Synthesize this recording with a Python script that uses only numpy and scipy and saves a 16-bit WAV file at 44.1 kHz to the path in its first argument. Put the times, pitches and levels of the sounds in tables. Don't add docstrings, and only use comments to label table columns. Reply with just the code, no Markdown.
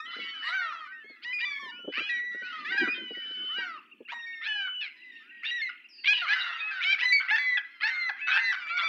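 import sys
import numpy as np
from scipy import signal
from scipy.io import wavfile
from scipy.ndimage import uniform_filter1d

SR = 44100
rng = np.random.default_rng(int(sys.argv[2]) if len(sys.argv) > 2 else 0)


def output_pcm(signal):
    pcm = np.clip(np.atleast_2d(signal).T, -1, 1) * 32767
    wavfile.write(sys.argv[1], SR, np.round(pcm).astype(np.int16))


def rack_gain(trim_db):
    fader = np.asarray(trim_db, float)
    return 10 ** (fader / 20)


N = 391608


def evened(x):
    return x / np.sqrt(np.mean(x ** 2))


def add(mix, s, sound):
    part = mix[round(s * SR):][:len(sound)]
    part += sound[:len(part)]


def wobble(n, hz):
    size = max(int(SR / hz), 1)
    smooth = uniform_filter1d(rng.standard_normal(n), size)
    return evened(uniform_filter1d(smooth, size))


def band(x, lo_hz, hi_hz, order=2):
    return signal.sosfilt(signal.butter(order, [lo_hz, hi_hz], "band", fs=SR, output="sos"), x)


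def gulls():
    out = np.zeros(N)
    for kind in (winding, whistles, brights, yelps, rasps, slurs, endings, squawks, arches, sags):
        for voice, rows in kind():
            add(out, *note(voice, rows))
    return band(out, 880, 22000, order=3)


def note(voice, rows):
    hoarse, throat_hz, fall_db = voice
    rise_db, flicker_db = 20, 5
    s, hz, db = np.transpose(rows)
    t = np.arange(max(s[0] - .003, 0), s[-1] + .003, 1 / SR)
    glide = uniform_filter1d(np.interp(t, s, hz), 400, mode="nearest")

    slow_shake = (0.0034 + .012 * hoarse) * wobble(len(t), 110)
    jitter = 0.082 * min(hoarse, .7) ** 3 * wobble(len(t), 360)
    phase = 2 * np.pi * np.cumsum(glide * (1 + slow_shake + jitter)) / SR

    k = np.arange(1, 12000 // max(hz) + 1)[:, None]
    peak_line = max(round(throat_hz / np.mean(hz)), 1)
    octaves = np.log2(k / peak_line)
    uneven = rng.standard_normal((30, len(t) // 900 + 2))[:len(k)]
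    uneven = uneven * (hoarse + np.minimum(abs(octaves), 1))
    slope_db = np.where(octaves > 0, -fall_db, rise_db)
    gains = rack_gain(slope_db * octaves + flicker_db * uneven)
    step = np.arange(len(t)) / 900
    stack = np.zeros(len(t))
    for n, g in zip(k[:, 0], gains):
        stack += np.interp(step, range(len(g)), g) * np.sin(n * phase + n ** 2)

    pulse_hz = np.minimum(glide, 1000) / 4 * (1 + wobble(len(t), 150) / 3)
    pulses = np.sin(np.cumsum(2 * np.pi / SR * pulse_hz))
    stack *= 1 + (0.065 + 1.42 * hoarse ** 2.05) * (wobble(len(t), 1000) / 2 + pulses)
    edge_s = .006 + .006 * hoarse
    edge = np.clip(np.minimum(t - t[0], t[-1] - t) / edge_s, 0, 1)
    return t[0], rack_gain(np.interp(t, s, db)) * evened(stack) * edge


def held(s, length, from_hz, to_hz, db, change_db):
    middle_hz = (from_hz + to_hz) / 2 * (1 + .012)
    middle = (s + length / 2, middle_hz, db + change_db / 2)
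    return [(s, from_hz, db), middle, (s + length, to_hz, db + change_db)]


# t/s, f/Hz, level/dB
WINDING_WHISTLES = [
    [(.06, 3064, -46.5), (.22, 2944, -43.5), (.3, 3037, -42.5), (.44, 2966, -40), (.48, 2850, -39)],
    [(1.04, 2140, -55), (1.1, 2196, -48.5), (1.21, 1900, -65)],
    [(1.71, 2927, -46.5), (1.85, 2980, -48), (2.07, 2967, -41.5), (2.12, 2460, -40)],
    [(2.945, 3176, -41.5), (3.13, 2910, -41.5), (3.2, 3007, -39.5), (3.52, 3034, -34), (3.6, 2840, -35.5)],
    [(4.485, 2970, -34), (4.75, 2996, -37), (4.82, 2900, -35)],
    [(5.51, 1916, -30.5), (5.56, 1958, -33), (5.62, 1748, -35)],
    [(7.9, 2047, -34.5), (7.97, 2142, -33), (8.095, 1978, -29)],
]


def winding():
    for rows in WINDING_WHISTLES:
        hz = np.mean(rows, axis=0)[1]
        yield (0.024, hz, 4 * (hz / 1e3) ** 2), rows


# t/s, duration/s, first f/Hz, last f/Hz, level/dB, change/dB, overtone fall/(dB/octave)
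HELD_WHISTLES = [(0, 0.062, 1777, 1889, -44.5, 1, 9.5), (0, 0.036, 1247, 1310, -27, -45, 11),
                 (.87, .06, 1466, 1547, -46.5, 0, 27), (0.921, .13, 1910, 1713, -43, -9, 27),
                 (1.33, 0.11, 2453, 2350, -30.5, -6, 14.5), (1.504, .21, 1676, 1794, -47.5, 4.5, 14.5),
                 (1.595, .115, 1150, 926, -41.5, -4.5, 7), (1.718, .14, 1465, 1372, -50.5, -5.5, 24),
                 (2.094, 0.33, 1920, 1930, -29, -11, 18), (2.422, .1, 1505, 1413, -38.5, -3, 15),
                 (2.882, 0.066, 2394, 2486, -30, -1, 22), (2.949, 0.067, 1463, 1546, -45.5, -2, 27),
                 (3.149, 0.14, 1946, 1706, -40, -18.5, 25), (4.14, .345, 1875, 1775, -40, -4, 13),
                 (4.265, 0.14, 2255, 2120, -43.5, -7, 25), (5.03, .085, 2030, 1960, -52, 4, 35),
                 (5.12, .11, 1850, 1780, -51, -2, 12), (5.202, 0.13, 1213, 1605, -67, 8, 27),
                 (5.31, 0.15, 1900, 1822, -51, 0, 43), (5.617, 0.075, 2175, 1910, -28.5, -9.5, 15.5),
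                 (6.782, 0.053, 1523, 1303, -29.5, -21.5, 22), (7.055, .077, 2000, 1965, -23.5, -2, 12),
                 (7.124, 0.077, 2305, 2155, -17.5, -10.5, 12), (7.387, 0.18, 2036, 1956, -30.5, 4.5, 18.5),
                 (8.228, 0.079, 1990, 1958, -53.5, 19, 24.5), (8.398, 0.12, 2060, 1950, -32.5, 7, 16),
                 (8.62, 0.17, 2358, 2235, -41, 8, 18.5)]


def whistles():
    for *row, fall_db in HELD_WHISTLES:
        yield (0.024, row[2], fall_db), held(*row)


# t/s, duration/s, first f/Hz, last f/Hz, level/dB, change/dB, overtone fall/(dB/octave)
BRIGHT_YELPS = [(2, 0.11, 782, 856, -33, -8, 19.7), (6.077, 0.059, 799.5, 848, -19, -4, 21.2),
                (6.38, 0.16, 940, 882, -36, -10.5, 22), (6.604, .11, 835, 856, -33.5, 0, 90),
                (6.845, .08, 722.5, 790, -27.5, 5, 19.6), (6.925, 0.028, 803, 721, -19, -10, 20),
                (8.214, 0.11, 862, 852, -33.5, -2, 64), (8.315, 0.052, 823, 887, -23.5, -5, 32)]


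def brights():
    for *row, fall_db in BRIGHT_YELPS:
        yield (.04, 2500, fall_db), held(*row)


# t/s, duration/s, first f/Hz, last f/Hz, level/dB, change/dB
CLEAR_YELPS = [(.06, 0.25, 1004, 989, -47.5, -6), (0.197, 0.14, 1107, 1103, -40, -7.5),
               (0.617, 0.14, 927, 896, -33.5, -23), (1.247, 0.088, 944, 1019, -37, 2.5),
               (1.406, 0.044, 900, 991, -36.5, 9.5), (1.45, 0.14, 1191, 1080, -32.5, -6),
               (2.65, 0.064, 564, 740, -35.5, 2), (2.708, 0.078, 745, 805, -34.5, 2),
               (2.777, .09, 838, 711, -22.5, -11.5), (2.721, 0.058, 961, 913, -26.5, -16.5),
               (2.799, 0.095, 946, 985, -33.5, -1.5), (2.962, .16, 1026, 966, -46.5, -7),
               (3.583, 0.075, 956, 914, -38, -7), (4.466, 0.21, 889, 740, -32.5, -4),
               (6.291, 0.046, 785, 870, -27, 5), (6.332, 0.022, 978, 1023, -20.5, -13),
               (7.019, .042, 969.4, 1011, -27, -0.5), (7.308, 0.055, 826, 915, -23.5, 1),
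               (7.383, 0.17, 1144, 1081, -34, -9.5), (7.832, 0.046, 824, 908, -24.5, -3),
               (8.41, .11, 930, 867, -35.5, 3.5), (8.698, 0.087, 663.1, 730.6, -33.5, 0),
               (8.81, .03, 942, 1198, -33, 6), (8.841, 0.049, 1169, 1136, -30, 3)]


def yelps():
    for row in CLEAR_YELPS:
        yield (.04, 1745, 17), held(*row)


# t/s, duration/s, first f/Hz, last f/Hz, level/dB, change/dB
ROUGH_NOTES = [(0.132, 0.072, 609, 1080, -38.5, -21.5), (0.422, .06, 881, 972, -39.5, 10),
               (0.478, 0.098, 965, 905, -34, -10.5), (4.115, .03, 956, 935, -38, 2),
               (7.029, .025, 992, 1005, -27.5, -2), (7.356, 0.034, 809, 910, -30, 5),
               (7.868, 0.036, 863, 945, -28, 1.5), (8.27, .11, 736, 793, -30, 7),
               (8.371, .04, 849, 933, -20.5, -8.5), (8.772, 0.03, 1107, 1099, -23, -25)]


def rasps():
    for row in ROUGH_NOTES:
        yield (.62, 1750, 15.3), held(*row)


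# t/s, duration/s, first f/Hz, last f/Hz, first level/dB
RISING_SLURS = [(.85, 0.27, 1960, 3600, -54), (1.72, .2, 2220, 3440, -48.5), (2.43, .17, 2310, 3481, -42.5)]


def slurs():
    for row in RISING_SLURS:
        yield (.2, 2900, 24), held(*row, -15.5)


# t/s, duration/s, first f/Hz, last f/Hz, first level/dB
CRY_ENDINGS = [(2.871, .03, 701, 584, -26.5), (4.674, 0.041, 732, 628, -32),
               (3.603, 0.098, 808, 641, -31.5), (5.694, 0.028, 734, 618, -28.5),
               (7.573, .033, 860, 734, -16.5), (8.093, 0.023, 869, 677, -16)]


def endings():
    for row in CRY_ENDINGS:
        yield (0.54, 1500, 19), held(*row, -32.5)


# t/s, duration/s, first f/Hz, last f/Hz, top level/dB
CLIMBING_SQUAWKS = [(1.219, 0.033, 672, 905, -40), (1.384, 0.034, 593, 1045, -34),
                    (1.922, 0.081, 471, 678, -28.5), (4.08, 0.049, 628, 960, -34.5),
                    (4.411, 0.069, 616, 876, -31.5), (5.428, 0.029, 600, 913, -30),
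                    (6.04, 0.041, 511, 609, -22.5), (6.267, 0.029, 706, 780, -23),
                    (6.559, 0.048, 622, 802, -39), (6.802, .045, 491, 673, -25.5),
                    (6.982, 0.042, 596, 916, -25.5), (7.277, 0.037, 629, 750, -23.5),
                    (7.805, 0.042, 591, 775, -26.5), (8.163, 0.058, 605, 796, -38.5),
                    (8.665, 0.043, 560, 658, -33)]


def squawks():
    swell_db = 9.5
    for *row, top_db in CLIMBING_SQUAWKS:
        yield (.6, 2350, 23.9), held(*row, top_db - swell_db, swell_db)


# t/s, climb/s, sag/s, top f/Hz, sagged f/Hz, top level/dB
ARCHED_YELPS = [(.44, .11, .17, 785.5, 596, -29.5), (3.485, .095, .19, 803, 602, -35)]


def arches():
    for s, climb, sag, top_hz, low_hz, db in ARCHED_YELPS:
        end, sag_db = s + climb + sag, db - 8
        rows = [(s, .68 * top_hz, db - 17), (s + climb, top_hz, db), (end, low_hz, sag_db),
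                (end + 0.035, 0.65 * low_hz, sag_db - 27.5)]
        yield (0.18, 1300, 15.6), rows


# t/s, duration/s, first f/Hz, last f/Hz, first level/dB, throat peak f/Hz, hoarseness/(0-1)
HOARSE_NOTES = [(0.336, 0.092, 844, 665, -45, 1500, 0.51), (.72, 0.16, 686, 579, -37.5, 1240, 0.4),
                (2.085, 0.12, 840, 713, -38.5, 2280, 0.27), (2.524, .13, 649, 580, -37.5, 1230, .13),
                (4.809, 0.079, 887, 684, -34.5, 2370, 0.55), (5.451, .06, 898, 943, -29.5, 2450, .55),
                (6.13, 0.095, 992, 897, -26.5, 2850, 0.64), (6.218, 0.047, 750, 574, -30.5, 1340, 0.2),
                (6.351, 0.23, 775, 637, -32, 1420, 0.67), (6.711, 0.079, 805, 734, -34.5, 1540, 0.21),
                (7.202, 0.068, 763, 698, -33.5, 1470, 0.68), (7.898, 0.21, 772, 637, -36.5, 1420, 0.42),
                (8.52, 0.036, 799.5, 700, -27.5, 1500, 0.62), (8.558, 0.12, 790, 640, -37, 1440, 0.54),
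                (8.781, .1, 698, 638, -29.5, 1380, 0.56)]


def sags():
    for *row, throat_hz, hoarse in HOARSE_NOTES:
        fall_db = 10.5 * throat_hz / 1e3
        yield (hoarse, throat_hz, fall_db), held(*row, -60 * row[1])


# t/s, level/dB
FLOCK_LEVEL = [(0, -41), (.9, -55), (1.2, -62.5), (2.3, -47.5), (3.3, -50), (3.699, -50), (3.949, -72.5),
               (5, -59), (5.898, -74), (6.3, -35.5), (7.501, -54), (7.752, -57.5), (8.199, -45.5)]


def far_flock(count=50):
    out = np.zeros(N)
    for at, long, high, size in rng.random((count, 4)):
        s, hz, db = at * N / SR, 650 + 450 * high, -8 * size
        rows = [(s, 0.91 * hz, db), (s + .06, hz, db), (s + 0.11 + 0.43 * long, .88 * hz, db)]
        add(out, *note((.5, 2 * hz, 13), rows))
    return band(out, 1400, 5000) * rack_gain(np.interp(np.arange(N) / SR, *np.transpose(FLOCK_LEVEL)))


# centre f/Hz, sweep width/Hz, rows of t/s, level/dB before pulsing
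TRILLING_BIRDS = [(2660, 180, [(3.6, -56.5), (4.05, -67.5), (4.9, -68.5), (5.6, -49), (6.0, -65.5),
                  (6.3, -89)]), (4430, 300, [(.12, -66.5), (.3, -79), (.5, -40)]), (4870, 170, [(3.12, -63),
                  (3.3, -65.5), (3.8, -73.5)])]


def trills(per_s=45):
    out = np.zeros(N)
    for hz, spread_hz, rows in TRILLING_BIRDS:
        s, db = np.transpose(rows)
        t = np.arange(s[0], s[-1], 1 / SR)
        turn = (per_s * t + 0.38 * wobble(len(t), 3)) % 1
        blurred = turn - .5 + 1.3 * wobble(len(t), 900)
        tone = np.sin(2 * np.pi * np.cumsum(hz + spread_hz * blurred) / SR)
        add(out, s[0], rack_gain(np.interp(t, s, db)) * tone * (0.6 + np.sin(np.pi * turn)))
    return out


# t/s, f/Hz, level/dB
MARSH_BUZZ = [(5.888, 5700, -55), (5.905, 5250, -51), (5.94, 4900, -48), (6.04, 4550, -46),
              (6.4, 4400, -58)]


def buzz(beat_hz=260, depth=.7, octave_db=-30):
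    s, hz, db = np.transpose(MARSH_BUZZ)
    t, out = np.arange(s[0], s[-1], 1 / SR), np.zeros(N)
    beat = 2 * np.pi * np.cumsum(beat_hz * (1 + 0.022 * wobble(len(t), 50))) / SR
    phase = 2 * np.pi * np.cumsum(np.interp(t, s, hz)) / SR + depth * np.sin(beat)
    tone = np.sin(phase) + rack_gain(octave_db) * np.sin(2 * phase)
    add(out, s[0], rack_gain(np.interp(t, s, db)) * tone)
    return out


def chips(db=-47, peak_hz=2800, dip_hz=360):
    u, out = np.linspace(-1, 1, round(.028 * SR)), np.zeros(N)
    tone = np.sin(2 * np.pi * np.cumsum(peak_hz - dip_hz * u ** 2) / SR)
    chip = rack_gain(db) * tone * (1 - u ** 4)
    for s in np.linspace(3.636, 5.981, 18):
        add(out, s, chip)
    return out


def banks(x, t60=0.39):
    t = np.arange(SR // 2) / SR
    taps = rng.standard_normal(len(t)) * (rng.random(len(t)) < .03) * (t > .01)
    body = band(taps * rack_gain(-60 * t / t60), 900, 2800)
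    treble = band(taps * rack_gain(-120 * t / t60), 2800, 5500)
    tail = body + treble
    gain = rack_gain(-8.5) / 3
    return gain * signal.oaconvolve(x, tail / np.linalg.norm(tail))[:N]


# t/s, peak level/dB
WIND_BUFFETS = [(0.073, -59), (0.161, -42), (0.183, -42), (0.24, -55), (0.69, -65), (1.04, -49.5),
                (1.096, -49.5), (1.625, -47), (1.654, -46), (1.789, -51), (1.84, -41), (1.875, -26),
                (1.974, -38), (2.001, -38), (2.23, -55), (2.344, -39), (2.415, -45.5), (2.736, -40.5),
                (2.872, -30), (2.974, -42), (2.997, -48), (3.104, -35), (3.168, -41.5), (3.248, -54),
                (3.302, -45.5), (3.43, -48), (3.578, -38), (4.003, -38)]


def buffets(eddy_s=0.0058):
    t, thumps = np.arange(3000) / SR, np.zeros(N)
    for (s, db), noise in zip(WIND_BUFFETS, rng.standard_normal((len(WIND_BUFFETS), len(t)))):
        eddy = band(noise * t * np.exp(-t / eddy_s), 224, 530, order=3)
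        add(thumps, s, rack_gain(db) * eddy / abs(eddy).max())
    return thumps


# t/s, level/dB
WIND_LEVEL = [(0, -69.5), (.2, -56.5), (0.501, -72.5), (1.301, -68), (1.699, -56.5), (2.2, -64.5),
              (2.901, -53), (3.501, -59.5), (4.1, -66.5), (4.6, -80), (5.2, -68), (7.001, -89),
              (7.75, -84.5), (7.901, -70.5)]


def wind(calm_db=-78, lumpy=0.3, air_db=-84):
    level_db = np.interp(np.arange(N) / SR, *np.transpose(WIND_LEVEL))
    lumps = rack_gain(lumpy * np.maximum(level_db - calm_db, 0) * wobble(N, 22))
    gusts = rack_gain(level_db) * evened(band(rng.standard_normal(N) * lumps, 200, 371, order=3))
    calm = rack_gain(calm_db) * evened(band(rng.standard_normal(N), 220, 370, order=3))
    air = rack_gain(air_db) * evened(band(rng.standard_normal(N), 500, 1300))
    return gusts + calm + air


def scene():
    birds = gulls() + far_flock() + trills() + buzz() + chips()
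    return (birds + banks(birds) + buffets() + wind())[None]


def roll_off(x):
    return signal.sosfilt(signal.butter(12, 15720, fs=SR, output="sos"), x)


def record(dry):
    low = signal.sosfiltfilt(signal.butter(4, 5300, fs=SR, output="sos"), dry)
    treble = rack_gain(-25) * (dry - low)
    hiss = rack_gain(-86) * rng.standard_normal(dry.shape)
    return roll_off(low + treble + hiss)


dry = scene()
out = record(dry)
output_pcm(out)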